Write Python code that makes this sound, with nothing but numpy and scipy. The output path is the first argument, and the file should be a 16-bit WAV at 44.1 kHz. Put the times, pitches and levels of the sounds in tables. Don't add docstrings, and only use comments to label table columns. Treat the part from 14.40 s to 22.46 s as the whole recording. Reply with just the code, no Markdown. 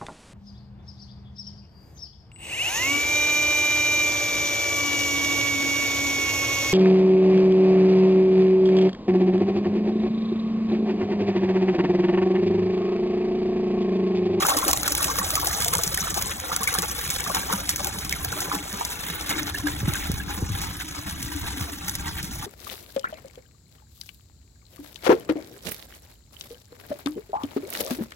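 import sys
import numpy as np
from scipy import signal
from scipy.fft import rfft, irfft, next_fast_len
from scipy.io import wavfile
from scipy.ndimage import uniform_filter1d

SR = 44100
rng = np.random.default_rng(int(sys.argv[2]) if len(sys.argv) > 2 else 0)


def wav_out(sig):
    wavfile.write(sys.argv[1], SR, np.round(np.clip(np.atleast_2d(sig).T, -1, 1) * 32767).astype(np.int16))


N = 355446
TIME = np.arange(N) / SR
TICKS = np.arange(0, N / SR, .001)
PLACES_S = (1, 3.3, 6.3)

# time in seconds, relative level in dB.
ECHO_LEVELS = [(0, -14.5), (3.5, -15), (5.5, -14.5), (8.06, -11)]
# frequency in Hz, phase turn in radians, likeness 0 to 1.
STEREO_BANDS = [(200, .3, 1), (560, .7, .8), (640, 2, .35), (720, 3.1, .8), (1150, 3.1, .98),
                (1750, 3.2, .65), (1930, 2, .4), (2230, 2.1, .8), (2680, 1.7, .2), (3400, 3.5, .88),
                (4200, 3.66, .98)]
# start in seconds, relative level in dB, first and last pitch in Hz,
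# decay in seconds, level of the knock in dB.
DULL_THUMPS = [(5.427, -19.5, 272, 105, 0.02, -21), (5.477, -12.5, 230, 126, 0.008, -19),
               (5.697, -22, 150, 77, 0.02, -19.5), (5.736, -20.5, 129, 68, .01, -45),
               (6.022, -18, 260, 82, 0.015, -18.5), (6.099, -20.5, 150, 98, 0.023, -30),
               (7.012, -31.5, 120, 75.4, .018, -49), (7.209, -27, 130, 74, .015, -43)]
# time in seconds, relative level in dB.
HUM_LEVELS = [(0.0, -44), (0.3, -39), (0.9, -51), (1.9, -56.5), (2.8, -50), (3.1, -47), (3.5, -47.5),
              (4.1, -42.5), (4.5, -49.5), (4.88, -42.5), (4.95, -31.5), (5.15, -44), (5.6, -42.5),
              (6.7, -46.5), (7.0, -45), (7.3, -41.5), (7.5, -47), (8.06, -47.5)]
# start in seconds, relative level in dB, first pitch in Hz.
HUM_SWELLS = [(0.5, -31, 307.5), (4.125, -33, 293), (4.993, -28, 309), (5.233, -20, 302), (5.681, -43, 296),
              (6.941, -32.5, 294)]
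# pitch in Hz, width in Hz, gain in dB at each of the three places.
BUCKET_RESONANCES = [(560, 30, -4, -22, -27), (765, 90, -22, -9, -16), (860, 70, -9, -14, -4),
                     (1160, 95, 0, -9, -20), (1570, 110, -14, -10, -10), (2225, 80, -14, -3.5, -13)]
# time in seconds, relative level in dB.
HEAVE_LEVELS = [(0.0, -47), (0.3, -39.5), (1.5, -37.5), (1.9, -39), (2.05, -45), (2.4, -40), (3.3, -40),
                (3.88, -36.5), (4.03, -45), (4.7, -43.5), (5.35, -36), (6.25, -35), (6.5, -44), (6.72, -37),
                (7.2, -37), (7.38, -44), (7.6, -36), (8.06, -38)]
# start in seconds, relative level in dB, pitch in Hz.
AIR_GULPS = [(0.04, -29, 165), (0.166, -15, 300), (0.264, -17.5, 337), (0.649, -25, 168), (0.796, -22, 190),
             (1.352, -21.5, 160), (1.949, -31, 234), (2.204, -24.5, 200), (2.382, -18, 174),
             (2.393, -28, 325), (2.974, -24.5, 195), (3.133, -15, 194), (3.863, -21.5, 114),
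             (4.075, -25.5, 159), (4.16, -21, 185), (4.328, -23, 200), (4.7, -24.5, 164), (4.89, -25, 180),
             (7.172, -19.5, 283), (7.437, -23, 180)]
# frequency in Hz, relative level in dB.
HEAVE_TONE = [(20, -2), (40, -11), (65, 4), (120, -6.5), (185, -5.5), (240, -14), (400, -35), (700, -46)]
LARGE_TONE = [(220, 3.5), (380, 4), (460, 3), (560, -1), (680, 1), (900, -3), (2000, -48)]
MEDIUM_TONE = [(500, -38), (660, -8), (790, 3), (900, 1.5), (1020, 1.5), (1200, 1.5), (1600, -6.5),
               (3500, -24)]
SMALL_TONE = [(800, -18), (1400, -1.5), (1800, -1), (2300, -3), (2900, -4.5), (3800, -1.5), (6000, -21)]
SPRAY_TONE = [(300, -30), (650, -17.5), (1300, -10), (2800, -4.5), (3600, -.5), (4700, -.5), (5800, 2.7),
              (7500, 1), (12000, 0), (15500, -2.5)]
# middle in seconds, half the length in seconds, level in dB,
# pitch in Hz a quarter of the way through, pitch in Hz at three quarters.
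CAVITY_GLUGS = [(0.158, 0.019, -22, 665, 482), (0.281, 0.02, -25, 623, 400), (0.432, 0.022, -31, 922, 1980),
                (0.508, 0.027, -33, 734, 510), (0.665, .02, -34, 807, 495), (0.925, .025, -37, 480, 262),
                (1.035, 0.027, -33, 804, 440), (1.775, .016, -26, 1004, 670),
                (2.116, 0.036, -31, 804, 1403), (2.22, .028, -32.5, 886, 1300),
                (2.356, 0.035, -42, 1294, 835), (2.904, 0.019, -26.5, 853, 413),
                (3.097, .03, -29, 701, 1080), (3.404, .014, -35, 796, 514)]
# time of the peak in seconds, relative level in dB, pitch in Hz,
# rough pulse length in seconds.
LOUD_BUBBLES = [(0.052, -6.5, 1190, 0.0014), (0.087, -10, 860, 0.0038), (0.118, -11.5, 1125, 0.005),
                (0.162, -18, 760, 0.0021), (0.182, -14.5, 1090, 0.0044), (0.229, -15, 1090, 0.0041),
                (0.273, -25, 700, 0.0046), (0.287, -16, 1160, 0.0024), (0.298, -20, 975, 0.0048),
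                (0.333, -11.5, 1090, 0.00213), (0.477, -17.5, 1320, 0.0029), (0.607, -20.5, 1140, 0.008),
                (0.636, -25, 1230, 0.0052), (0.682, -19, 1050, 0.0023), (0.7, -14.5, 1130, 0.0058),
                (0.759, -17.5, 1130, 0.0019), (0.788, -14, 1160, 0.0039), (0.816, -16, 1130, 0.0057),
                (0.971, -19, 1280, 0.0069), (0.979, -14, 1160, 0.0027), (1.032, -12.5, 950, 0.002),
                (1.108, -20, 1760, 0.0031), (1.203, -23, 1560, 0.0039), (1.337, -13, 1180, 0.0021),
                (1.351, -16, 920, 0.0053), (1.391, -17, 1130, 0.0022), (1.578, -18, 1810, 0.004),
                (1.672, -17, 1370, 0.0021), (1.773, -22, 970, 0.0033), (2.118, -16.5, 1260, 0.0036),
                (2.167, -23, 1430, 0.0038), (2.226, -26, 1160, 0.0044), (2.275, -10, 2250, 0.0035),
                (2.288, -22, 1550, 0.006), (2.335, -21, 1300, 0.002), (2.351, -28, 1220, 0.0024),
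                (2.382, -22, 1680, 0.004), (2.43, -36, 1230, 0.0022), (2.866, -20.5, 1214, 0.0081),
                (2.902, -15.5, 1110, 0.004), (2.947, -19, 1040, 0.0022), (2.978, -34, 1270, 0.0047),
                (3.032, -24, 1600, 0.0046), (3.09, -23, 1060, 0.0021), (3.101, -16, 1080, 0.0023),
                (3.128, -11.5, 1295, 0.0019), (3.139, -17, 1170, 0.0015), (3.726, -12.5, 2160, 0.0018),
                (3.928, -21, 1440, 0.0052), (4.117, -11, 1190, 0.0022), (4.127, -24, 1010, 0.0044),
                (4.412, -12.5, 900, 0.0028), (4.907, -22.5, 2230, 0.009), (4.912, -21, 750, 0.004),
                (4.953, -25, 1550, 0.0024), (5.148, -21, 1756, 0.008), (5.272, -21, 800, 0.0026),
                (5.271, -17, 1604, 0.0049), (5.556, -19.5, 1560, 0.005), (5.804, -24.5, 1654, 0.008)]
# start in seconds, relative level in dB,
# seconds for the spatter to fade by 60 dB.
WATER_SLAPS = [(0.067, -8, 0.0096), (0.1676, -12, 0.095), (0.187, -15, 0.019), (.2803, -5.5, 0.034),
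               (0.291, -15, .01), (0.3122, -9, 0.014), (0.331, -6, 0.015), (0.334, -10.5, 0.0076),
               (.373, -14.5, 0.014), (0.4318, -13, 0.017), (.478, -9, 0.012), (0.481, -18.5, 0.0088),
               (0.5208, -10, 0.022), (0.5504, -11.5, 0.015), (0.627, -10, 0.036), (0.6428, -9, 0.035),
               (.786, -18, 0.019), (0.9045, -14, .02), (.954, -8.5, 0.044), (1.058, -14, .012),
               (1.071, -7.5, 0.017), (1.204, -14, 0.034), (1.221, -16, 0.066), (1.246, -10.5, 0.025),
               (1.282, -11, 0.021), (1.336, -8.5, 0.018), (1.352, -10.5, 0.018), (1.37, -19, .01),
               (1.382, -13, 0.017), (1.435, -8.5, 0.036), (1.4763, -14, 0.018), (1.5436, -12, 0.027),
               (1.5743, -12.5, 0.028), (1.742, -17, .015), (1.78, -22, 0.033), (1.8226, -13.5, 0.012),
               (1.9994, -22, 0.025), (2.163, -7.5, 0.0063), (2.2317, -13, 0.039), (2.239, -15, 0.021),
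               (2.2751, -14.5, 0.065), (2.34, -14.5, 0.093), (2.386, -11, 0.03), (2.421, -15.5, 0.053),
               (2.7019, -13, 0.011), (2.707, -17, 0.075), (2.8045, -17, 0.013), (2.84, -19, 0.013),
               (2.9462, -14, 0.11), (3.1268, -15, 0.013), (3.1353, -17, .008), (3.2917, -9.5, 0.088),
               (3.3595, -15.5, 0.045), (3.445, -11.5, 0.014), (3.47, -15, 0.028), (3.694, -16, 0.01),
               (3.725, -15, 0.013), (3.731, -32, .008), (3.847, -14.5, 0.02), (4.005, -17.5, 0.11),
               (4.328, -24, 0.027), (4.45, -16, 0.035), (4.8103, -23, 0.023), (4.8925, -19, 0.069),
               (4.899, -19.5, .09), (5.031, -21, .012), (5.184, -22, .025), (5.27, -22, 0.031),
               (5.536, -17.5, 0.014), (5.555, -25.5, 0.44), (5.7168, -19, .008), (6.215, -24, 0.19),
               (6.8272, -20, 0.037), (7.481, -19.5, 0.079), (7.495, -18, 0.034), (7.5525, -16.5, 0.023),
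               (7.8284, -23.5, 0.12)]
# time in seconds, relative levels of bubbling and of spray in dB.
POUR_LEVELS = [(0.0, -33.5, -25.5), (0.2, -35, -27.5), (0.45, -36, -26.5), (0.7, -38, -28.5),
               (1.4, -36, -27.5), (1.75, -39, -29), (2.05, -38, -34.5), (2.35, -41, -32.5),
               (2.65, -40.5, -30.5), (3.0, -39, -33), (3.6, -42.5, -35), (4.0, -37.5, -34), (4.6, -41, -35),
               (5.0, -40.5, -36.5), (5.55, -41.5, -38.5), (6.4, -47, -39.5), (7.5, -44.5, -36.5),
               (8.06, -40.5, -32.5)]
# typical pitch in Hz, offset in dB in the steady pour,
# how strongly they follow its fading, offset in dB in a gurgle.
BUBBLE_SIZES = [(487, -6.5, 1.75, -1.5), (950, -4.5, 1.16, -2.5), (2070, 1.5, 0.45, 0)]
# time in seconds, length in seconds, loss in dB.
STREAM_LULLS = [(0.383, 0.24, 4), (1.327, 0.054, 5), (1.52, 0.14, 4), (1.734, 0.026, 8), (1.973, 0.033, 7),
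                (2.182, 0.031, 5), (2.54, 0.031, 2.5), (3.268, 0.048, 3), (3.37, 0.018, 11),
                (3.685, 0.029, 3), (3.75, 0.022, 5), (4.255, 0.084, 4.5), (4.87, 0.02, 5),
                (5.05, 0.024, 2.5), (5.123, 0.023, 6), (5.235, 0.044, 3.5), (5.43, 0.024, 1),
                (5.785, 0.04, 1), (5.85, 0.059, 3.5), (6.02, 0.04, 11), (6.39, 0.015, -3),
                (7.376, 0.14, 2.5), (7.923, 0.72, 5.5)]
# time of the peak in seconds,
# length in seconds, relative level in dB, pitch in Hz.
BUBBLE_CLUSTERS = [(0.012, 0.098, -25.5, 1090), (0.096, 0.053, -26.5, 990), (0.222, 0.032, -29, 990),
                   (0.289, 0.03, -24.5, 680), (0.454, 0.042, -34, 1700), (0.618, 0.043, -32.5, 1310),
                   (0.699, 0.023, -30.5, 810), (0.76, 0.032, -35, 1090), (1.062, 0.025, -31, 643),
                   (1.337, 0.023, -29, 860), (1.617, 0.027, -34, 1390), (1.685, 0.04, -34.5, 1110),
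                   (1.775, 0.037, -29.5, 740), (1.919, 0.015, -32.5, 2280), (2.144, 0.023, -31, 845),
                   (2.207, 0.023, -33, 1000), (2.334, 0.056, -29, 1030), (2.39, 0.016, -31, 650),
                   (2.439, 0.02, -28.5, 930), (2.603, 0.23, -41.5, 2200), (2.805, 0.019, -31, 1900),
                   (2.86, 0.011, -35.5, 2300), (2.964, 0.034, -25.5, 1090), (3.118, 0.026, -31, 890),
                   (3.127, 0.019, -35, 900), (3.197, 0.022, -33, 940), (3.31, 0.021, -35, 1700),
                   (3.402, 0.0089, -26, 900), (3.467, 0.033, -30.5, 724), (3.555, 0.018, -34, 835),
                   (3.623, 0.021, -36, 1400), (3.724, 0.036, -38, 1900), (3.995, 0.015, -32, 980),
                   (4.128, 0.072, -34, 790), (4.192, 0.042, -38.5, 1460), (4.715, 0.3, -40, 2070),
                   (4.906, 0.024, -28, 1400), (4.951, 0.031, -32, 1600), (4.994, 0.021, -31.5, 2120),
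                   (5.08, 0.027, -31.5, 1630), (5.278, 0.023, -29, 1010), (5.489, 0.015, -29, 1280),
                   (5.542, 0.029, -32.5, 1800), (5.629, 0.053, -36, 2010), (5.813, 0.0097, -37.5, 1900),
                   (5.917, 0.048, -33, 1060), (6.016, 0.069, -37.5, 593), (6.155, 0.016, -32.5, 1170),
                   (6.234, 0.11, -36, 1160), (6.409, 0.012, -34, 2200), (6.57, 0.037, -35.5, 950),
                   (6.668, 0.021, -35.5, 1120), (6.733, 0.03, -38.5, 1170), (6.922, 0.025, -38, 1410),
                   (7.07, 0.075, -35.5, 1370), (7.175, 0.025, -40, 2000), (7.221, 0.053, -38, 1100),
                   (7.287, 0.022, -37, 690), (7.43, 0.032, -38, 1200), (7.483, 0.017, -34.5, 1630),
                   (7.664, 0.055, -35.5, 1270), (7.79, 0.038, -37.5, 1900), (8.03, 0.033, -38, 1040)]


def from_db(db):
    return 10 ** (np.asarray(db) / 20)


def rms_one(x):
    return x / np.sqrt(np.mean(x ** 2) + 1e-20)


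def gain_curve(rows):
    return from_db(np.interp(TIME, *np.transpose(rows)))


def add(out, start_s, sound):
    i = int(np.clip(round(start_s * SR), 0, N - 1))
    out[i:i + len(sound)] += sound[:N - i]


def coloured(x, tone):
    size = next_fast_len(len(x) + 2048)
    hz, db = np.transpose(tone)
    bins = np.maximum(np.fft.rfftfreq(size, 1 / SR), 1)
    gain = from_db(np.interp(np.log(bins), np.log(hz), db))
    return irfft(rfft(x, size) * gain, size)[:len(x)]


def evened(x, span_s):
    power = uniform_filter1d(rms_one(x) ** 2, int(span_s * SR))
    return x / np.sqrt(power + 1e-4) / np.std(x)


def resonance(x, hz, width_hz):
    r = np.exp(-np.pi * width_hz / SR)
    feedback = [1, -2 * r * np.cos(2 * np.pi * hz / SR), r * r]
    return signal.lfilter(np.array([1, 0, -1]) * (1 - r * r) / 2, feedback, x)


def drift(rate_hz):
    lowpass = signal.butter(2, rate_hz, fs=1000, output="sos")
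    slow = signal.sosfilt(lowpass, rng.standard_normal(len(TICKS) + 500))[500:]
    return np.interp(TIME, TICKS, rms_one(slow))


def surge(peak_s, length_s, linger=1.03):
    age = (TICKS - peak_s) / length_s
    return .5 ** (2 * np.where(age < 0, age * linger, age / linger)) ** 2


def impacts(per_s, spread_db):
    hits = rng.random(N) < per_s / SR
    return hits * from_db(spread_db * np.minimum(rng.exponential(1, N), 4))


def yard_echo(x, fade_s=0.057):
    out, age, step = np.zeros((2, N)), TIME[:SR // 6], SR // 4
    crossfade = np.sqrt(np.hanning(2 * step))
    sent = np.pad(gain_curve(ECHO_LEVELS) * x, (0, 2 * step))
    decay = from_db(-60 * age / fade_s) * (age > .003)
    for i in range(0, N, step):
        piece = sent[i:i + 2 * step] * crossfade
        tails = signal.lfilter([1], [1, -.76], rng.standard_normal((2, len(age)))) * decay
        for side, tail in zip(out, tails):
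            add(side, i / SR, signal.fftconvolve(piece, tail / np.linalg.norm(tail)))
    return out


def stereo(x, lag_s=10.3 / SR, dip_db=6.5, dip_hz=480):
    size = next_fast_len(N + 2048)
    hz = np.maximum(np.fft.rfftfreq(size, 1 / SR), 1)
    band_hz, turns, likeness = np.transpose(STEREO_BANDS)
    turn = np.interp(hz, band_hz, turns) - 2 * np.pi * hz * lag_s
    alike = np.interp(hz, band_hz, likeness)
    dip = from_db(-dip_db * np.exp(-(2 * np.log2(hz / dip_hz)) ** 2))
    right = rfft(x, size) * dip * np.exp(1j * turn)
    steady = irfft(right * alike, size)[:N]
    loose = right * np.sqrt(1 - alike ** 2)
    hop_rad = 2.92 * drift(rate_hz=25)
    hopping = np.cos(hop_rad) * irfft(loose, size)[:N] + np.sin(hop_rad) * irfft(1j * loose, size)[:N]
    return np.array([x, steady + hopping])


def thumps(fall_s=0.0051, rise_s=0.0022, knock_s=0.00077, rumble_db=-19):
    out, age, rumble_power = np.zeros(N), TIME[:SR // 6], 0
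    push = (age - rise_s) / knock_s
    knock = push * np.exp((1 - push ** 2) / 2)
    for s, db, first_hz, last_hz, decay_s, knock_db in DULL_THUMPS:
        shape = (1 - np.exp(-age / rise_s)) ** 2 * np.exp(-age / decay_s)
        pitch = last_hz + (first_hz - last_hz) * np.exp(-age / fall_s)
        note = shape / shape.max() * np.sin(2 * np.pi * np.cumsum(pitch) / SR)
        add(out, s, from_db(db + 1.5) * note + from_db(knock_db) * knock)
        rumble_power += from_db(db + rumble_db) ** 2 * surge(s + decay_s, length_s=0.1)
    rumble = resonance(resonance(rng.standard_normal(N), 72, 66), 72, 66)
    return out + np.interp(TIME, TICKS, np.sqrt(rumble_power / 2)) * evened(rumble, span_s=0.061)


def air_hum(hum_hz=296, swell_s=0.011, sag_hz_per_s=130):
    hum = resonance(rng.standard_normal(N), hum_hz, width_hz=31)
    hum = evened(resonance(hum, hum_hz, width_hz=190), span_s=0.54)
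    out = from_db(-2) * gain_curve(HUM_LEVELS) * hum
    age = TIME[:SR // 5]
    swell = (age / swell_s) ** 2 * np.exp(-age / swell_s)
    for s, db, hz in HUM_SWELLS:
        note = np.sin(2 * np.pi * (hz - sag_hz_per_s * age / 2) * age)
        add(out, s, from_db(db) * swell / swell.max() * note)
    return out


def bucket(x):
    return x + sum(np.interp(TIME, PLACES_S, from_db(db)) * resonance(x, hz, width)
                   for hz, width, *db in BUCKET_RESONANCES)


def bubble(hz, cycles, rise, onset_cycles):
    turns = np.arange(int(cycles / hz * SR) + 2) * hz / SR
    shape = (1 - np.exp(-turns / onset_cycles)) * from_db(-60 * turns / cycles)
    return shape * np.sin(2 * np.pi * turns * (1 + rise * turns / cycles / 2))


def bubble_cloud(count, low_hz, high_hz, cycles, rise, spread_db):
    out = np.zeros(N)
    for when, size, strength, life, glide in rng.random((count, 5)):
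        hz = low_hz * (high_hz / low_hz) ** size
        gain = hz / low_hz * from_db(spread_db * min(-np.log(1 - strength), 3.5))
        ring = bubble(hz, cycles * (.5 + life), 2 * rise * glide, onset_cycles=cycles / 12)
        add(out, when * N / SR, gain * np.sign(glide - .5) * ring)
    return out


def churning(side_db=-13):
    cloud = bubble_cloud(3200, low_hz=30.7, high_hz=435, cycles=6.2, rise=0.39, spread_db=3.5)
    heave = evened(coloured(cloud, HEAVE_TONE), span_s=0.13)
    side = from_db(side_db) * rms_one(coloured(rng.standard_normal(N), HEAVE_TONE))
    gulps = np.zeros(N)
    for s, db, hz in AIR_GULPS:
        add(gulps, s, from_db(db - 4) * bubble(hz, cycles=25.7, rise=0.048, onset_cycles=0.6))
    return from_db(1) * gain_curve(HEAVE_LEVELS) * np.array([heave + side, heave - side]) + gulps


def glugs(shudder_depth=0.54, shudder_hz=130):
    out = np.zeros(N)
    lowpass = signal.butter(2, shudder_hz, fs=SR, output="sos")
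    shudder = 1 + shudder_depth * rms_one(signal.sosfilt(lowpass, rng.standard_normal(N)))
    for s, half_s, db, early_hz, late_hz in CAVITY_GLUGS:
        shape = np.hanning(int(2 * half_s * SR))
        pitch = early_hz * (late_hz / early_hz) ** np.linspace(-.5, 1.5, len(shape))
        add(out, s - half_s, from_db(db) * shape * np.sin(2 * np.pi * np.cumsum(pitch) / SR))
    return out * shudder


def plop(hz, length_s, rise, ring_db=-11, ring_s=0.0085):
    age = TIME[:SR // 16]
    swell = age / (.7 * length_s)
    pulse = (swell * np.exp(1 - swell)) ** 3
    shape = pulse + from_db(ring_db) * np.exp(-age / ring_s) * (1 - np.exp(-swell ** 2))
    pitch = hz * (1 + rise * np.tanh((age - length_s) / (2 * ring_s)))
    return shape / shape.max() * np.sin(2 * np.pi * np.cumsum(pitch) / SR)


def plops(scatter_s=0.013):
    out = np.zeros(N)
    for s, db, hz, length in LOUD_BUBBLES:
        add(out, s - 0.711 * length, from_db(db - 3) * plop(hz, length, rise=0.134))
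        for delay, size in rng.random((2, 2)):
            nearby_hz = hz * 2 ** (1.48 * (size - .5))
            add(out, s + scatter_s * delay, from_db(db - 13) * plop(nearby_hz, length, rise=0.24))
    return out


def droplets(per_s, spread_db, hiss):
    ticks = rms_one(impacts(per_s, spread_db) * rng.choice([-1, 1], N))
    return rms_one(ticks + hiss * rng.standard_normal(N))


def slaps(rise_s=0.0004, crack_s=0.00069, spatter_db=-11):
    out, age = np.zeros(N), TIME[:N // len(WATER_SLAPS)]
    grain = rms_one(coloured(droplets(per_s=8300, spread_db=5.5, hiss=0.28), SPRAY_TONE))
    for k, (s, db, fade_s) in enumerate(WATER_SLAPS):
        spatter = from_db(spatter_db - 60 * age / fade_s)
        shape = (np.exp(-age / crack_s) + spatter) * (1 - np.exp(-age / rise_s))
        burst = grain[k * len(age):(k + 1) * len(age)] * shape
        sizzle = 0.5 * resonance(burst, rng.uniform(5000, 10000), width_hz=1100)
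        body = from_db(-4) * resonance(burst, rng.uniform(1200, 2700), width_hz=280)
        gain = from_db(db) * np.sqrt(np.mean(shape ** 2)) / shape.max()
        add(out, s, gain * rms_one(burst + sizzle + body))
    return out


def lumpiness(per_s, spread_db, rise_s, decay_s, steady):
    poles = np.exp(-1 / (np.array([rise_s, decay_s]) * SR))
    return rms_one(signal.lfilter([1], np.poly(poles), impacts(per_s, spread_db) + 1e-18)) + steady


def spray(lumps, level):
    shower, edges_hz = np.zeros(N), [300, 3200, 5500, 7000, 9000, 12000, 17000]
    lump_share = np.interp(TIME, PLACES_S[::2], [0.82, 0.98])
    flurry_share = np.interp(TIME, PLACES_S, [1.0, 0.7, 0.5])
    for band in zip(edges_hz, edges_hz[1:]):
        flurries = lumpiness(per_s=130, spread_db=5.5, rise_s=0.0019, decay_s=0.0019, steady=0.045)
        fineness = np.clip(band[0] / 7000, 0.35, 1)
        patter = 1 + lump_share * (lumps - 1) + flurry_share * fineness * flurries
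        drops = droplets(per_s=9000, spread_db=5.0, hiss=0.9) * rms_one(patter)
        flicker = from_db(2.7 * drift(rate_hz=23))
        shower += signal.sosfilt(signal.butter(2, band, "band", fs=SR, output="sos"), drops * flicker)
    return from_db(-0.5) * level * evened(coloured(shower, SPRAY_TONE), span_s=0.18)


def froth(cloud, lumps, tone, rush):
    bubbles = rms_one(coloured(cloud * np.sqrt(lumps), tone))
    jet = rms_one(coloured(rng.standard_normal(N) * lumps, tone))
    return evened(bubbles + rush * jet, span_s=0.089)


def bubbling(lumps, large_gain, medium_gain, small_gain):
    large = bubble_cloud(1200, low_hz=296.2, high_hz=866, cycles=26, rise=0.432, spread_db=2.5)
    medium = bubble_cloud(3800, low_hz=591, high_hz=1603, cycles=38, rise=0.19, spread_db=2.5)
    small = bubble_cloud(14000, low_hz=1228, high_hz=4270, cycles=55.3, rise=0.208, spread_db=2)
    blur = np.interp(TIME, PLACES_S, [0.5, 1.1, 2.1])
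    return (from_db(-2) * large_gain * froth(large, lumps, LARGE_TONE, rush=0.38 * blur)
            + medium_gain * froth(medium, lumps, MEDIUM_TONE, rush=0.46 * blur)
            + from_db(1.5) * small_gain * froth(small, lumps, SMALL_TONE, rush=0.33 * blur))


def pour_gains(base_db=-46, cluster_octaves=0.6, cluster_spray_db=-3.5):
    times, *levels = np.transpose(POUR_LEVELS)
    bubbling_db, spray_db = (np.interp(TICKS, times, level) for level in levels)
    lull_db = sum(loss_db * surge(s, length) for s, length, loss_db in STREAM_LULLS)
    size_hz, size_db, fading, gurgle_db = np.transpose(BUBBLE_SIZES)[:, :, None]
    bubble_power = from_db(base_db + size_db + fading * (bubbling_db - base_db) - lull_db) ** 2
    spray_power = from_db(spray_db - lull_db) ** 2
    for s, length, db, hz in BUBBLE_CLUSTERS:
        share = np.exp(-(np.log2(size_hz / hz) / cluster_octaves) ** 2 / 2)
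        cluster = from_db(db) ** 2 * surge(s, length)
        bubble_power += share / share.sum() * from_db(gurgle_db) ** 2 * cluster
        spray_power += from_db(cluster_spray_db) ** 2 * cluster
    return [np.interp(TIME, TICKS, np.sqrt(power)) for power in (*bubble_power, spray_power)]


def scene():
    *bubble_gains, spray_gain = pour_gains()
    lumps = lumpiness(per_s=95, spread_db=1.5, rise_s=0.00058, decay_s=0.0054, steady=0.96)
    splash = bubbling(lumps, *bubble_gains) + spray(lumps, spray_gain) + slaps()
    water = bucket(splash) + plops() + glugs()
    knocks, hum = thumps(), air_hum()
    lean_left = from_db([[3.3], [-3.3]])
    direct = stereo(water) + knocks + hum * lean_left + churning()
    return direct + yard_echo(water + hum + 0.82 * knocks)


def record(dry):
    lowpass = signal.ellip(10, .2, 70, 15800, fs=SR, output="sos")
    return signal.sosfilt(lowpass, .8 * np.tanh(dry / .8))


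dry = scene()
out = record(dry)
wav_out(out)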